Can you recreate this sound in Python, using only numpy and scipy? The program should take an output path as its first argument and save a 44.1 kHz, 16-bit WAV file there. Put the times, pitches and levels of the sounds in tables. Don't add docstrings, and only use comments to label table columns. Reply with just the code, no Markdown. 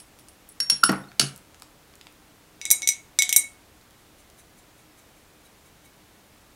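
import sys
import numpy as np
from scipy import signal
from scipy.fft import rfft, irfft, next_fast_len
from scipy.io import wavfile

SR = 44100
rng = np.random.default_rng(int(sys.argv[2]) if len(sys.argv) > 2 else 0)


def invert_db(level):
    return 10 ** (np.asarray(level, dtype=float) / 20)


def put_to_file(sound):
    columns = np.atleast_2d(sound).T
    safe = np.clip(columns, -1, 1)
    whole_steps = np.round(safe * 32767)
    wavfile.write(sys.argv[1], SR, whole_steps.astype(np.int16))


N = 288855

# [t/s, crack level/dB, ring over crack/dB, height struck/mm]
CLINKS = [(0, -37, -4, 43), (.1942, -50, 0, 35), (0.2843, -43, -8, 51), (.4895, -55, 10, 66),
          (0.6015, -12, -4.5, 25.6), (0.6984, -9, 2, 25), (0.8357, -3, -7, 34.5), (.8928, -16.5, -34.5, 15),
          (1.1952, -1.5, -3, 5), (1.2061, -12.5, -18, 8), (1.2124, -11, -2, 6.4), (1.2244, -21.5, -22, 5)]
BOWL_HZ = [735, 2210, 2276, 2918, 3846, 3900, 3962, 5157, 5882, 5930, 6013, 6395, 6530, 7208, 7390, 7865,
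           8473, 8695, 8725, 9189, 10360, 11245, 11700, 12510, 12770, 13230, 13815, 14380, 15650]
# [level in its family/dB, t60/s]
BOWL_MODES = [(-40, 1.1), (-2, 0.22), (-6, 0.064), (-32, 0.13), (-4, .045), (-11, 0.16), (-13, 0.07),
              (-11.5, 0.043), (2, .07), (-5, 0.039), (-15, .1), (-4, 0.041), (-11.5, 0.035), (-12.5, 0.062),
              (-4, .07), (-12.5, 0.17), (-10.5, 0.14), (-3, 0.078), (-2.5, 0.14), (-16.5, 0.077), (-9, .09),
              (-2, 0.072), (-2.5, 0.06), (-5, 0.047), (-6, 0.072), (-8, 0.069), (-8, 0.035), (-26, 0.092),
              (-22.5, .07)]


def unit(x):
    return x / np.sqrt(np.mean(x ** 2) + 1e-30)


def along(points, hz):
    f, v = np.transpose(points)
    return np.interp(np.log(hz + 1), np.log(f + 1), v)


def filtered(x, response):
    m = next_fast_len(len(x) + 8192)
    return irfft(rfft(x, m) * response(np.fft.rfftfreq(m, 1 / SR)), m)[:len(x)]


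def resonances(peaks):
    def response(f):
        total = 0
        for k, (hz, width_hz, db) in enumerate(peaks):
            damping = 1j * f * width_hz
            total = total + (-1) ** k * invert_db(db) * damping / (hz * hz - f * f + damping)
        return total
    return response


def add(track, start_s, sound):
    spot = track[max(round(start_s * SR), 0):][:len(sound)]
    spot += sound[:len(spot)]


def ring(modes, extra_db, attack_s, after_db, slower, flutter_db):
    t = np.arange(SR // 2) / SR
    hz, db, t60 = np.transpose(modes)[..., None]
    chance_db, chance_sign = rng.standard_normal((2, len(modes), 1))
    knots = rng.standard_normal((len(modes), 31))
    flutter = np.array([np.interp(t, np.arange(31) / 60, k) for k in knots])
    flutter = flutter * np.minimum(t / 0.03, 1)
    decay = invert_db(-60 * t / t60) + invert_db(after_db - 60 * t / (slower * t60))
    strength = np.sign(chance_sign) * invert_db(db + extra_db + chance_db + flutter_db * flutter)
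    sines = strength * decay * np.sin(2 * np.pi * hz * t)
    return sines.sum(axis=0) * (1 - np.exp(-t / attack_s))


def crack(peaks, attack_s, t60_s, top_hz):
    t = np.arange(SR // 8) / SR
    burst = rng.standard_normal(len(t)) * invert_db(-60 * t / t60_s) * (1 - np.exp(-t / attack_s))
    body = resonances(peaks)
    burst = filtered(burst, lambda f: body(f) / (1 + 1j * f / top_hz) ** 2)
    return burst / np.abs(burst).max()


def blows(rows, families_hz, modes, peaks, follow, attack_s, t60_s, top_hz, **ringing):
    rings, cracks = np.zeros((2, N))
    for s, db, *family_db in rows:
        spot = list(zip(families_hz, family_db))
        tinted = [(hz, width, g + follow * along(spot, hz)) for hz, width, g in peaks]
        add(rings, s, invert_db(db) * ring(modes, along(spot, modes[:, :1]), attack_s, **ringing))
        add(cracks, s, invert_db(db) * crack(tinted, attack_s, t60_s, top_hz))
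    return np.array([rings, cracks])


def jar():
    families_hz = [4600, 5550, 8085, 10000]
    jar_hz = [3000, 4549, 4678, 5335, 5539, 5640, 6550, 8085, 8390, 8580, 9100, 9925, 9965, 10060, 11300]
    # [level in its family/dB, t60/s]
    jar_modes = [(-20.5, 0.03), (2.5, 0.019), (-19, 0.05), (-22, 0.089), (-1.5, 0.11), (-13.5, 0.065),
                 (-20, .04), (-3, 0.15), (-5.5, .06), (0, .06), (-8.5, 0.048), (-9, 0.08), (-2.5, 0.074),
                 (-5.5, 0.093), (-7.5, 0.018)]
    # [f/Hz, width/Hz, level/dB]
    jar_crack = [(1783, 1000, -16), (3000, 440, -11), (4450, 490, -5), (5440, 350, -5), (6400, 470, -7.5),
                 (8500, 840, -9), (10000, 600, -9), (11330, 310, -9), (14600, 1300, -20)]
    heights_mm = [5, 25, 45]
    spots_db = [(1.5, -31.5, -29.5, -17.5), (-12.5, -1.4, -32, -7), (-11.5, -16, -6, -1)]
    rows = []
    for s, db, ring_db, mm in CLINKS:
        family_db = [ring_db + np.interp(mm, heights_mm, family) for family in np.transpose(spots_db)]
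        rows.append((s, db, *family_db))
    return blows(rows, families_hz, np.column_stack([jar_hz, jar_modes]), jar_crack, follow=0.046,
                 attack_s=0.0012, t60_s=0.019, top_hz=14000, after_db=-17.5, slower=3.5, flutter_db=8.0)


def table():
    # [t/s, level/dB, edge rattle/dB, deepest mode/dB]
    thuds = [
        (0.605, -42, -9.5, 2.5),
        (.72, -36, -3, 9.5),
        (.836, -26.5, -11, -0.5),
        (0.8904, -8.5, -5.5, -4.5),
        (0.929, -22.5, 1.5, -9.5),
        (1.195, -24, -3, 3.5),
        (1.223, -22, -13, 6.5),
    ]
    table_hz = [139, 194, 244, 310, 385, 441, 540, 657]
    # [level/dB, t60/s]
    table_modes = [(-7, 0.37), (-3.5, 0.3), (-1, 0.12), (-1.5, 0.09), (-5.5, 0.11), (-6.5, 0.085),
                   (-17.5, 0.076), (-10, 0.089)]
    # [f/Hz, width/Hz, level/dB]
    table_edge = [(460, 900, -7), (813, 270, -2), (1150, 93, -9.5), (1400, 250, -3.5), (1966, 1100, -14)]
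    booms, rattles = np.zeros((2, N))
    modes = np.column_stack([table_hz, table_modes])
    for s, db, edge_db, deep_db in thuds:
        deep = deep_db * (modes[:, :1] == table_hz[0])
        boom = ring(modes, deep, attack_s=0.0027, after_db=-25, slower=1.3, flutter_db=1.0)
        rattle = crack(table_edge, attack_s=0.00015, t60_s=0.059, top_hz=3000)
        add(booms, s, invert_db(db - 8) * boom)
        add(rattles, s, invert_db(db + edge_db) * rattle)
    return np.array([booms, rattles])


def plops():
    # [t/s, level/dB, f/Hz, swell/s, t60/s]
    pockets = [
        (0.8321, -2, 1357, .007, 0.0064),
        (0.917, -28, 1340, 0.0024, 0.027),
        (0.927, -15, 1317, 0.001447, 0.0074),
        (.955, -38.5, 2170, 0.0026, 0.017),
        (1.036, -50, 3670, .004, .04),
        (1.085, -49, 4280, 0.0034, 0.056),
        (1.213, -22, 1360, 0.0024, 0.013),
    ]
    out, t = np.zeros(N), np.arange(SR // 8) / SR
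    for s, db, hz, swell_s, t60_s in pockets:
        swell = np.minimum(t / swell_s, 1) ** 0.8
        collapse = invert_db(-60 * np.maximum(t - swell_s, 0) / t60_s)
        add(out, s, invert_db(db) * swell * collapse * np.sin(2 * np.pi * hz * (t + t * t)))
    return out


def bowl():
    # [t/s, crack level/dB, ring over crack/dB, brightness/dB]
    clatter = [(2.6142, -21.5, -17, -7.5), (2.6532, -13, -19.5, -6), (2.6622, -23.5, -10, -7.5),
               (2.7036, -4.5, -18.5, 4.5), (2.712, 0, -14.5, 6.5), (2.82, -14, -19.5, -7),
               (2.83, -24.5, -9.5, -11), (2.874, -5.5, -15, 1), (2.8891, -7, -9.5, -1.6),
               (2.9215, -22, -21, -1), (3.1885, 0, -15, -4.5), (3.2215, -1.5, -20, 0),
               (3.292, -10.5, -14.5, -1), (3.3267, -5.5, -14.5, 2.5), (3.3624, 1.5, -13.5, 6)]
    families_hz = [2200, 5900, 8700, 12000]
    # [f/Hz, width/Hz, level/dB]
    bowl_crack = [(2160, 200, -8), (3800, 290, -7.5), (4910, 330, -11.5), (6480, 530, -1.5),
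                  (7670, 550, -4), (8850, 340, -3.5), (10100, 1300, -12), (12010, 270, -14),
                  (13300, 2700, -15)]
    spot_db = [-6.5, -0.1, -4, -6]
    tilt = [-0.71, -0.052, .6, 1.5]
    rows = []
    for s, db, ring_db, bright_db in clatter:
        family_db = ring_db + np.array(spot_db) + bright_db * np.array(tilt)
        rows.append((s, db, *family_db))
    return blows(rows, families_hz, np.column_stack([BOWL_HZ, BOWL_MODES]), bowl_crack, follow=0.51,
                 attack_s=0.000077, t60_s=0.0056, top_hz=9000, after_db=-19.5, slower=1.5, flutter_db=4.5)


def ticks():
    # [t/s, peak level/dB, centre f/Hz]
    tick_rows = [(.1882, -37, 7000), (.1942, -41, 12500), (.2848, -34, 9000), (.292, -41, 11000),
                 (.4895, -32.5, 14000), (.724, -41.5, 14000), (.9185, -22.5, 10990), (1.117, -36.5, 1700),
                 (1.285, -41, 10000), (1.361, -31, 9000), (1.366, -42, 10000), (1.377, -33, 9500),
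                 (1.545, -38.5, 3270), (1.5985, -39.5, 9500), (1.6212, -28.5, 6850), (1.622, -34.5, 1460),
                 (1.632, -40, 6940), (1.938, -42.5, 3000), (1.9545, -37.5, 9500), (2.012, -31, 3500),
                 (2.069, -31.5, 2690), (2.125, -45, 10000), (2.7125, -28, 604), (3.1888, -37, 704),
                 (3.3632, -28, 599), (3.812, -44, 3000), (3.908, -43, 7100), (4.3, -41.5, 9500)]
    # [centre f/Hz, width/centre]
    tick_width = [(600, 2.6), (1500, 0.5), (3000, 1.2), (7000, 1.2), (10000, 0.63), (14000, .25)]
    ferrule_s, ferrule_db, ferrule_hz = [0.6982, 0.8355, 0.8928], -12, 14200
    out = np.zeros(N)
    ferrule = []
    for s, db, *_ in CLINKS:
        if np.isclose(s, ferrule_s, rtol=0, atol=0.005).any():
            ferrule.append((s, db + ferrule_db, ferrule_hz))
    for s, db, hz in tick_rows + ferrule:
        peak = (hz, hz * along(tick_width, hz), 0)
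        add(out, s, invert_db(db) * crack([peak], attack_s=0.0002, t60_s=0.006, top_hz=2.5 * hz))
    return out


def bristles():
    # [middle t/s, level/dB]
    strokes = [
        (3.991, -70),
        (4.197, -61),
        (4.392, -56),
        (4.586, -60),
        (4.789, -63),
        (4.99, -59.5),
        (5.175, -67.5),
        (5.457, -60),
        (5.665, -62),
        (5.856, -59),
    ]
    stroke_s, dry_db, wetting_db_per_s = 0.043, -2, -5.5
    lead_s = 0.08
    out, n = np.zeros(N), SR // 4
    t = np.arange(n) / SR - lead_s
    for s, db in strokes:
        bright_db = dry_db + wetting_db_per_s * (s - strokes[0][0])
        rub = rng.standard_normal(n) * np.exp(-(2.8 * t / stroke_s) ** 2)
        spot = [(2200, 6), (5500, -3), (7200, 1), (10400, bright_db + 9), (12000, bright_db - 14.0)]
        peaks = [(hz, 2.9 / t60, g * 0.27 + along(spot, hz)) for hz, (g, t60) in zip(BOWL_HZ, BOWL_MODES)]
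        sing = filtered(rub, resonances(peaks))
        fizz = filtered(rub, resonances([(9500, 3200, 0)]))
        add(out, s - lead_s, invert_db(db) * np.sqrt(2 * stroke_s) * (unit(sing) + 0.9 * unit(fizz)))
    return out


def room(x):
    # [f/Hz, t60/s]
    room_t60 = [(150, 0.4), (1400, 0.38), (5000, 0.22), (10000, 0.29), (15000, 0.093)]
    out, step = np.zeros(N), SR // 10
    for start in range(0, N, step):
        hz, t, z = signal.stft(rng.standard_normal(SR // 2), SR, nperseg=256)
        decay = invert_db(-60 * t / along(room_t60, hz)[:, None])
        tail = signal.istft(z * decay, SR, nperseg=256)[1]
        tail = tail / np.linalg.norm(tail)
        add(out, start / SR + 0.004, signal.fftconvolve(x[start:start + step], tail))
    return out


def room_tone():
    # [f/Hz, level/(dB per Hz)]
    hiss_db = [(12, -37), (20, -5), (65, -2.5), (275, -6.5), (308, -2.5), (334, -9.5), (374, -7.5),
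               (2170, -15.5), (3200, -17.5), (3790, -18), (4870, -20), (7190, -21), (15700, -25)]
    # [f/Hz, width/Hz, level/dB]
    drones = [(59.23, 8, -74), (309, 11, -71)]
    hiss_top_hz = 15850
    hiss = filtered(rng.standard_normal(N), lambda hz: invert_db(along(hiss_db, hz)) * (hz < hiss_top_hz))
    out = invert_db(-55.5) * unit(hiss)
    for hz, width_hz, db in drones:
        drone = filtered(rng.standard_normal(N), resonances([(hz, width_hz, 0)]))
        out = out + invert_db(db) * unit(drone)
    return out


def scene():
    rings, cracks = jar() + bowl() + table()
    cracks = cracks + ticks() + bristles()
    pops = plops()
    far = invert_db(-7) * cracks + invert_db(-11.5) * pops + invert_db(-13.0) * rings
    reflected = filtered(room(far), lambda hz: 1 / (1 + (hz / 13000) ** 2))
    return (rings + cracks + pops + reflected + room_tone())[None]


def low_pass(x):
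    return signal.sosfilt(signal.butter(12, 16380, fs=SR, output="sos"), x)


def record(dry):
    mic_top_hz = 16000
    heard = filtered(dry[0], lambda hz: 1 / (1 + (hz / mic_top_hz) ** 90))[None]
    limited = heard / (1 + np.abs(heard) ** 8) ** (1 / 8)
    return low_pass(limited)


dry = scene()
out = record(dry)
put_to_file(out)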